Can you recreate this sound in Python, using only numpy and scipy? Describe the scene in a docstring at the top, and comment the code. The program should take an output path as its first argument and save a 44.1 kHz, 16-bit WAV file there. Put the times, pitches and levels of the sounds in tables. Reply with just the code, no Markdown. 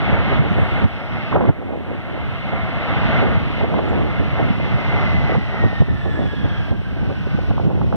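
"""Cargo jet rolling past in wind

A twin-engined cargo jet rolls along a runway a few hundred metres off, heard across grass from a phone.
Coloured noise makes the exhaust roar, fan rush and turbine hiss; blade tones whine, then slide down in
pitch as the engines spool back. Wind rumbles, buffets and thumps on the phone's two ports as gusted noise
and short pulses, over soft rustles and thin hiss. The ports are cross-fed to widen the stereo."""
import sys
import numpy as np
from scipy import signal
from scipy.fft import rfft, irfft, next_fast_len
from scipy.io import wavfile
from scipy.ndimage import uniform_filter1d

SR = 44100
rng = np.random.default_rng(int(sys.argv[2]) if len(sys.argv) > 2 else 0)


def wav_out(sig):
    """Save sig, one row per channel (or a flat mono array), as 16-bit PCM at SR to the path in sys.argv[1]."""
    wavfile.write(sys.argv[1], SR, np.round(np.clip(np.atleast_2d(sig).T, -1, 1) * 32767).astype(np.int16))


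N = 351023
SIZE = next_fast_len(N)
TIME, HZ = np.arange(N) / SR, np.arange(SIZE // 2 + 1) * SR / SIZE


def undb(db):
    """Decibels to amplitude gain."""
    return 10 ** (np.asarray(db) / 20)


def curve(rows):
    """Second column of a table, joined by straight lines in time."""
    time_s, value = np.transpose(rows)
    return np.interp(TIME, time_s, value)


def colour(points):
    """Gain at each frequency from (Hz, dB) points, joined over log frequency."""
    hz, db = np.transpose(points)
    return undb(np.interp(np.log(HZ + 1), np.log(hz), db))


def shape(x, gain):
    """Filter by a gain at each frequency."""
    return irfft(rfft(x, SIZE) * gain, SIZE)[..., :N]


def unit(x):
    """Scale to rms 1."""
    return x / np.sqrt(np.mean(x ** 2))


def noise(channels=2):
    """Unrelated white noises."""
    return rng.standard_normal((channels, N))


def walk(rate_hz):
    """Smooth random signal of rms 1, noise low-passed around rate_hz."""
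    return unit(shape(noise(channels=1)[0], np.exp(-.5 * (HZ / rate_hz) ** 2)))


def even(x, span_s):
    """Noise with its own slow swells taken out."""
    power = uniform_filter1d(np.mean(x ** 2, axis=0), max(int(span_s * SR), 2))
    return x / np.sqrt(np.abs(power) + 1e-12)


def delay(ms):
    """Response of a pure delay."""
    return np.exp(-2j * np.pi * HZ * ms / 1000)


CROSS_LAG_MS, CROSS_FEED = 0.4278, 0.82


def widen(left, right):
    """Response of both channels: each port has the other, delayed, subtracted; mean power stays flat."""
    cross = CROSS_FEED * delay(CROSS_LAG_MS)
    pair = np.array([left - cross * right, right - cross * left])
    return pair / np.sqrt(np.mean(np.abs(pair) ** 2, axis=0) + 1e-12)


def at_ports(pair, gain=1):
    """Two unrelated signals, one on each port, then cross-fed."""
    return shape(pair[0], gain * widen(1, 0)) + shape(pair[1], gain * widen(0, 1))


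# Left-right balance set by the phone's body, before cross-feed.
# Each row: frequency in Hz, left over right in dB.
BODY_BALANCE = [(100, -15), (900, 4), (1150, -15.5), (1350, 11), (1650, 0), (1900, 13.5), (2150, 5),
                (2400, 44), (3000, -5), (8000, 17.5)]
PORT_LAG_MS = 0.11


def from_runway(x, gain=1):
    """Far sound reaches the left port a little before the right."""
    return shape(x, gain * widen(colour(BODY_BALANCE), delay(PORT_LAG_MS)))


def far_noise(spectrum, scatter_db):
    """Jet noise at rms 1: a direct part and one scattered by the field, whose share grows in the bass."""
    gain = colour(spectrum)
    scatter = undb(scatter_db) + (260 / (HZ + 50)) ** 2
    gain = gain / np.sqrt(1 + scatter ** 2)
    direct = from_runway(noise(channels=1)[0], gain)
    scattered = at_ports(noise(), gain * scatter)
    return unit(direct + scattered)


def aircraft():
    """Exhaust roar, fan rush, whine and turbine hiss share one loudness as the jet rolls by."""
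    return (roar() + rush() + whine() + turbine_hiss()) * undb(loudness())


# Aircraft level before dips. Each row: time in seconds, relative level in dB.
ROLL_BY = [(0, -40), (.8, -38.5), (1.3, -37.5), (2, -40), (3.15, -34.5), (3.7, -35.5), (4.6, -39),
           (5.05, -37.5), (5.8, -41.5), (6.7, -43.5), (7.95, -42.5)]
# Abrupt level dips. Each row: time in seconds, depth in dB.
DIPS = [(0.391, 3), (.85, 6.5), (1.36, 5.5), (1.5, 7), (3.24, 3.5), (3.37, 2), (3.64, 3), (3.8, 1),
        (4.2, 1), (5.14, 1.5), (5.36, 3), (5.65, 0.5), (5.82, 5), (6.715, 5.5), (7.51, 3.5), (7.66, 5)]
DIP_ATTACK_S, DIP_HOLD_S, DIP_RECOVERY_S = 0.013, 0.091, 0.93


def loudness():
    """Aircraft level in dB; each dip drops abruptly, stays down, then creeps back exponentially."""
    db = curve(ROLL_BY)
    for s, depth_db in DIPS:
        fall = np.clip((TIME - s) / DIP_ATTACK_S + .5, 0, 1)
        recovery = np.exp(-np.maximum(TIME - s - DIP_HOLD_S, 0) / DIP_RECOVERY_S)
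        db = db - depth_db * fall * recovery
    return db


# Exhaust spectrum. Each row: frequency in Hz, relative density in dB.
ROAR_SPECTRUM = [(50, -18), (100, 6.5), (200, 6), (330, -3.5), (470, -4), (680, 2), (820, -0.5), (1000, -5),
                 (1400, -1.5), (1700, -7), (2200, -1.5), (3500, -67.5), (9000, -83)]
# Weight of the roar in the jet. Each row: time in seconds, relative level in dB.
THRUST = [(0, 7.5), (2.6, 4.5), (3.2, 4.5), (5, 6), (5.7, 4), (7, 2.7), (7.95, 2.5)]


def roar():
    """Low exhaust noise whose level wavers at a slow and a faster rate."""
    level_db = curve(THRUST) + 11.5 + 1.45 * walk(3.3) + 0.41 * walk(18)
    return far_noise(ROAR_SPECTRUM, scatter_db=-41.0) * undb(level_db)


# Fan noise spectrum. Each row: frequency in Hz, relative density in dB.
RUSH_SPECTRUM = [(400, -8.5), (1200, 0.5), (1800, -6.5), (2200, -5), (2500, 4), (3000, -0.5), (3500, -6.5),
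                 (4000, -11.5), (5000, -22), (6000, -35.5), (7000, -56), (9000, -59)]


def rush():
    """Broad fan noise, gently wavering."""
    return far_noise(RUSH_SPECTRUM, scatter_db=-5.5) * undb(8.5 + 0.69 * walk(5.1))


# Both engines. Each row: spool-back time in seconds, blade-passing frequency at first in Hz,
# relative level in dB, blur in Hz, steady amplitude share from 0 to 1.
ENGINES = [(4.88, 2140, 0, 26, .72), (5.26, 2150, -4, 62, .25)]
# Level of the blade tones in the jet. Each row: time in seconds, relative level in dB.
WHINE_LEVEL = [(0, 5), (1.8, 3.5), (2.6, 6), (4, 5), (4.8, 7), (5.12, 11.5), (5.5, 11.5), (5.8, 13.5),
               (6.3, 11.5), (6.7, 10), (7.2, 9), (7.55, 6), (7.95, -3)]
BEAM_S, BEAM_WIDTH_S, BEAM_DB, OFF_BEAM_DB = 6.45, 0.62, -6.5, -26


def whine():
    """Blade tones of two engines; their octave is beamed sideways and sweeps past."""
    beam = 1 / (1 + ((TIME - BEAM_S) / BEAM_WIDTH_S) ** 2)
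    octave_db = OFF_BEAM_DB + (BEAM_DB - OFF_BEAM_DB) * beam
    fans = 0
    for spool_back_s, start_hz, db, blur_hz, steady in ENGINES:
        pitch_hz = fan_pitch(spool_back_s, start_hz)
        fans = fans + fan(pitch_hz, octave_db, blur_hz, steady) * undb(db)
    return from_runway(fans) * undb(curve(WHINE_LEVEL))


SAG_HZ_PER_S, IDLE_HZ, SPOOL_S, SPOOL_EASE = 14, 1380, 1.59, 1.47


def fan_pitch(spool_back_s, start_hz):
    """The pitch in Hz sags slowly under power, then eases into a fall that levels out towards idle."""
    powered = start_hz - SAG_HZ_PER_S * np.minimum(TIME, spool_back_s)
    spooling = np.maximum(TIME - spool_back_s, 0) / SPOOL_S
    return IDLE_HZ + (powered - IDLE_HZ) * np.exp(-spooling ** SPOOL_EASE)


WOBBLE_HZ, WOBBLE_RATE_HZ = 6, 5.95


def fan(hz, octave_db, blur_hz, steady):
    """Blade tone and octave; turbulent air scatters each into a flickering band, wider for the octave."""
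    phase = 2 * np.pi * np.cumsum(hz + WOBBLE_HZ * walk(WOBBLE_RATE_HZ)) / SR
    out = 0
    for k, db in enumerate([0, octave_db], start=1):
        scattered = (walk(k * blur_hz) + 1j * walk(k * blur_hz)) / np.sqrt(2)
        path = steady + np.sqrt(1 - steady ** 2) * scattered
        out = out + np.imag(path * np.exp(1j * k * phase)) * undb(db)
    return out


# Hot-section spectrum. Each row: frequency in Hz, relative density in dB.
TURBINE_SPECTRUM = [(3000, -8.5), (4200, -0.5), (5000, -2), (5800, -8.5), (6500, -18), (8000, -32),
                    (10000, -39.5)]
# Hiss level as the tail turns this way. Each row: time in seconds, relative level in dB.
TAIL = [(0, -45), (3, -23.5), (4.5, -12.5), (5.2, -10), (6.1, -6), (7, -7.5), (7.95, -5)]


def turbine_hiss():
    """Hot-section hiss, mostly scattered, heard more as the tail turns this way."""
    return far_noise(TURBINE_SPECTRUM, scatter_db=23.5) * undb(curve(TAIL))


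# Breeze on the ports. Each row: time in seconds, relative level in dB.
BREEZE = [(0, -26.5), (.75, -29.5), (.95, -37), (1.3, -38), (1.65, -36.5), (2.05, -38), (2.3, -33.5),
          (2.65, -34.5), (2.85, -35), (3.05, -26.5), (3.5, -32), (4, -31), (4.6, -30), (5, -27.5),
          (5.55, -31), (6.5, -30.5), (6.9, -32.5), (7.3, -31), (7.95, -27.5)]
# Gusts that swell and pass. Each row: peak time in seconds, half-power duration in seconds,
# relative rumble level in dB, relative fine turbulence level in dB.
GUSTS = [(0.132, 0.036, -31, -31), (0.363, 0.082, -32.5, -32), (0.46, .025, -38, -24.5),
         (0.588, 0.035, -22.5, -25), (0.828, 0.019, -24.5, -28), (1.154, 0.056, -30.5, -56),
         (1.356, 0.042, -25, -20), (1.432, 0.069, -32, -20), (1.488, 0.022, -23, -24),
         (1.677, 0.15, -51, -32.5), (1.74, 0.061, -49, -30), (1.915, 0.07, -42, -30.5),
         (2.144, 0.1, -38, -32.5), (2.54, 0.026, -33, -36), (3.036, 0.09, -29, -39),
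         (3.262, 0.11, -26, -27), (3.624, 0.06, -30, -29.5), (3.782, 0.15, -38, -24.5),
         (3.988, 0.14, -29, -25), (4.208, 0.039, -25.5, -28), (4.416, 0.065, -25, -25.5),
         (4.487, 0.035, -38, -30.5), (4.795, 0.037, -39, -31), (5.163, 0.045, -22, -44),
         (5.318, 0.066, -29, -32), (5.645, 0.034, -19, -27.5), (5.811, 0.012, -18, -28),
         (5.92, 0.058, -26.5, -55), (6.08, 0.028, -29, -32.5), (6.215, 0.069, -29, -27.5),
         (6.45, 0.042, -25, -33), (6.604, .06, -30.5, -44), (6.734, 0.038, -29, -32),
         (7.04, 0.1, -29.5, -36), (7.113, 0.038, -37, -31), (7.507, 0.022, -21.5, -31),
         (7.678, 0.15, -29.5, -30.5), (7.81, 0.2, -29, -32.5), (7.95, 0.03, -34, -24)]
UNREST_DB, UNREST_HZ, CHURN_DB = 2.5, 20, -19


def wind():
    """Amplitudes of pressure and fine turbulence: powers of a wavering breeze and gusts add."""
    breeze_db = curve(BREEZE) + UNREST_DB * walk(UNREST_HZ)
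    pressure, churn = undb(breeze_db) ** 2, undb(breeze_db + CHURN_DB) ** 2
    for s, length_s, rumble_db, churn_db in GUSTS:
        swell = bell(s, length_s)
        pressure = pressure + undb(rumble_db) ** 2 * swell
        churn = churn + undb(churn_db) ** 2 * swell
    return np.sqrt(pressure), np.sqrt(churn)


def bell(s, length_s):
    """A swell in power that peaks at s and stays above half for length_s."""
    return 2 ** -np.minimum((2 * (TIME - s) / length_s) ** 2, 200)


# Rumble spectrum. Each row: frequency in Hz, relative density in dB.
RUMBLE_SPECTRUM = [(20, -40.5), (32, -33.5), (50, -3.5), (70, -1.5), (90, -0.5), (125, -2.5), (190, -7.5),
                   (300, -16.5), (500, -30.5), (1000, -53), (2500, -82.5), (8000, -110)]


def rumble(pressure):
    """Large eddies press on each port separately, and a little on both at once."""
    gain = colour(RUMBLE_SPECTRUM)
    apart = at_ports(noise() * undb([[-5], [0]]), gain)
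    together = shape(noise(channels=1)[0], gain * widen(0.86, 0.8)) * undb(-13.5)
    return even(apart + together, span_s=0.14) * pressure * undb(8.0)


# Soft and hard buffet spectra. Each row: frequency in Hz, relative density in dB.
SOFT_BUFFET = [(40, -20.5), (120, -2.5), (250, 6.5), (340, 3.5), (600, -4.5), (850, -11.5), (1150, -24.5),
               (1600, -35.5), (3500, -53.5), (9000, -83)]
HARD_BUFFET = [(100, -21), (190, 12), (300, -4.5), (480, 1), (850, -2.5), (1150, -12.5), (1600, -21),
               (2200, -26), (3500, -40.5), (6000, -70), (10000, -93.5)]


def buffets(churn):
    """Bursts of turbulence; faster air sheds smaller eddies, so hard blows are brighter."""
    power = churn ** 2
    hard = power / (power + undb(-20.5) ** 2)
    blend = np.sqrt(1 - hard) * eddies(SOFT_BUFFET) + np.sqrt(hard) * eddies(HARD_BUFFET)
    # the narrow port rounds off the sharpest puffs
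    port = colour([(1300, 1.0), (3500, 1.0), (8000, -19.0)])
    return shape(blend * churn, port) * undb(3.5)


def eddies(spectrum):
    """Ragged turbulence that tears over the right port and grazes the left."""
    ragged = noise() * undb([[-12], [0]]) * undb(5.4 * walk(160))
    return even(at_ports(ragged, colour(spectrum)), span_s=0.019)


# Hardest single eddies, small as knocks, large as low thuds. Each row: peak time in seconds,
# relative level in dB, envelope scale in seconds, centre frequency in Hz.
HARD_EDDIES = [(.09, -20.5, 0.0039, 423), (.324, -14, 0.013, 370), (.397, -7.5, .014, 130),
               (.515, -8, 0.0089, 140), (.822, -17, 0.0037, 570), (.85, -3.5, 0.014, 115),
               (1.328, -12, 0.0052, 830), (1.356, -14.5, 0.0082, 595), (1.364, -10, 0.011, 650),
               (1.411, -12.5, 0.0057, 880), (1.427, -18, 0.0028, 770), (1.441, -17, 0.0048, 850),
               (1.455, -15, 0.0033, 850), (1.481, -20, 0.0039, 900), (1.494, -19, 0.0074, 750),
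               (1.497, -4.5, 0.011, 110.5), (2.137, -26, 0.0041, 400), (2.535, -15.5, 0.0038, 443),
               (3.228, -10, 0.0023, 497), (3.241, -16.5, 0.0044, 590), (3.264, -18, .012, 147),
               (3.376, -9.5, .014, 135), (3.614, -13, 0.002, 690), (3.644, -12, 0.0078, 537),
               (3.742, -11, 0.0033, 700), (3.765, -19, 0.0034, 550), (3.791, -9, 0.0041, 710),
               (3.932, -12, 0.0033, 700), (4.013, -17, 0.0051, 625), (4.216, -20, 0.018, 169),
               (4.375, -18, 0.0032, 660), (4.397, -12, 0.0088, 620), (4.507, -6, 0.011, 115),
               (4.602, -16.5, 0.0087, 380), (4.753, -11.5, 0.028, 115), (5.147, -15, .015, 129),
               (5.297, -10.5, 0.0048, 400), (5.323, -15, 0.0028, 480), (5.353, -11.5, 0.0057, 650),
               (5.375, -9.5, 0.021, 147), (5.641, -17, 0.016, 464), (5.657, -10, 0.0099, 137),
               (5.817, -5, 0.014, 121), (5.821, -12.5, 0.0029, 510), (5.89, -25, 0.0049, 227),
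               (6.061, -17.5, 0.0088, 500), (6.193, -19, 0.0073, 460), (6.221, -27, 0.0036, 398),
               (6.337, -18, 0.0076, 340), (6.716, -9.5, 0.013, 139), (6.719, -18.5, 0.0065, 500),
               (6.969, -22.5, 0.0097, 416), (7.102, -19.5, 0.0043, 620), (7.112, -23.5, 0.0082, 600),
               (7.272, -18.5, 0.0043, 467), (7.348, -6, 0.0092, 116), (7.39, -15, 0.005, 520),
               (7.511, -15.5, 0.004, 614), (7.581, -12.5, 0.0019, 646), (7.599, -13, 0.0034, 490),
               (7.65, -19, .004, 450), (7.653, -10, 0.011, 116), (7.67, -18, 0.0028, 330),
               (7.673, -8.5, 0.012, 150), (7.702, -21.5, .003, 620), (7.711, -18, 0.011, 526),
               (7.816, -15, 0.0032, 700), (7.822, -16, 0.019, 95), (7.927, -11.5, 0.003, 764)]
EDDY_OCTAVES, EDDY_RISE = 0.69, 0.85


def thumps(size=4096):
    """Single eddies strike the right port: a few irregular pressure swings around each one's own pitch."""
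    rows = list(HARD_EDDIES) + lesser_eddies()
    t, f = (np.arange(size) - size // 2) / SR, np.fft.fftfreq(size, 1 / SR)
    out = np.zeros(N + 2 * size)
    for (s, db, length_s, hz), chance in zip(rows, rng.standard_normal((len(rows), size))):
        octaves_off = np.log2(np.maximum(f, 1) / hz)
        band = np.exp(-.5 * (octaves_off / EDDY_OCTAVES) ** 2)
        swirl = np.fft.ifft(np.fft.fft(chance) * band / np.sqrt(np.abs(f) + 1))
        power = np.abs(swirl) ** 2
        # flatten the swirl's own envelope
        swing = swirl.real / np.sqrt(power + 0.11 * np.mean(power))
        width_s = length_s * np.where(t < 0, EDDY_RISE, 2 - EDDY_RISE)
        envelope = 1 / (1 + np.sqrt(2) * (t / width_s) ** 2) ** np.sqrt(2)
        start = int(s * SR)
        out[start:start + size] += swing * undb(db) * envelope
    port = colour([(25, -30.5), (50, -3.5), (80, 3.5), (1200, -1.5), (2200, -11.5), (4000, -16.0),
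                   (8000, -32.5)])
    return shape(out[size // 2:][:N], port * widen(0.084, 1.0))


EDDIES_PER_S, EDDY_DB, EDDY_SPREAD_DB, EDDY_S, EDDY_HZ = 8, 6, 7, 0.0051, 302


def lesser_eddies():
    """Small eddies at random moments, levels scattered about the breeze; rows as in HARD_EDDIES."""
    chance = rng.random(size=(128, 3))
    times = np.cumsum(2 * chance[:, 0]) / EDDIES_PER_S
    breeze_db = np.interp(times, *np.transpose(BREEZE))
    levels_db = breeze_db + EDDY_DB + EDDY_SPREAD_DB * (2 * chance[:, 1] - 1)
    pitches = EDDY_HZ * 2 ** (chance[:, 2] - .5)
    return [(s, db, EDDY_S, hz) for s, db, hz in zip(times, levels_db, pitches) if s < N / SR]


# Faint high patches. Each row: peak time in seconds, half-amplitude duration in seconds,
# centre in Hz, half-amplitude width in Hz, relative level in dB.
RUSTLES = [(.515, 0.04, 5800, 1200, -62), (.61, 0.11, 9200, 1400, -69), (.68, 0.37, 8500, 2000, -71.5),
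           (.66, 0.26, 14000, 2000, -72), (1.12, 0.48, 5300, 600, -62), (3.897, 0.023, 7200, 900, -60),
           (6.15, 0.38, 7660, 900, -70.5)]


def rustles():
    """Brief soft patches of high band noise with bell-shaped swells."""
    out = 0
    for s, length_s, hz, width_hz, db in RUSTLES:
        band = unit(shape(noise(channels=1)[0], 2 ** -((2 * (HZ - hz) / width_hz) ** 2)))
        out = out + band * undb(db) * 2 ** -((2 * (TIME - s) / length_s) ** 2)
    return from_runway(out)


def hiss():
    """Thin noise, separate on each port plus a faint opposed part, that slightly follows the aircraft."""
    air = colour([(5000, 4.0), (9000, 0.0), (14000, 1.0), (15500, -3.5)])
    apart = unit(at_ports(noise(), air)) * undb([[-1], [1]])
    opposed = unit(shape(noise(channels=1)[0], air)) * np.array([[-1], [1]])
    level_db = -66.0 + 0.23 * (loudness() + 45.5) + 0.059 * (curve(TAIL) + 24.0)
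    return (apart + undb(-16.5) * opposed) * undb(level_db)


def scene():
    """The aircraft far off, the wind on the ports, and faint high noise."""
    pressure, churn = wind()
    return aircraft() + thumps() + rumble(pressure) + buffets(churn) + rustles() + hiss()


TOP_HZ = 15400


def record(dry):
    """The phone clips the peaks at full scale, then a steep low-pass cuts the top."""
    held = np.clip(dry, -1, 1)
    low_pass = signal.ellip(12, .1, 80, TOP_HZ, fs=SR, output="sos")
    return signal.sosfilt(low_pass, held)


dry = scene()
out = record(dry)
wav_out(out)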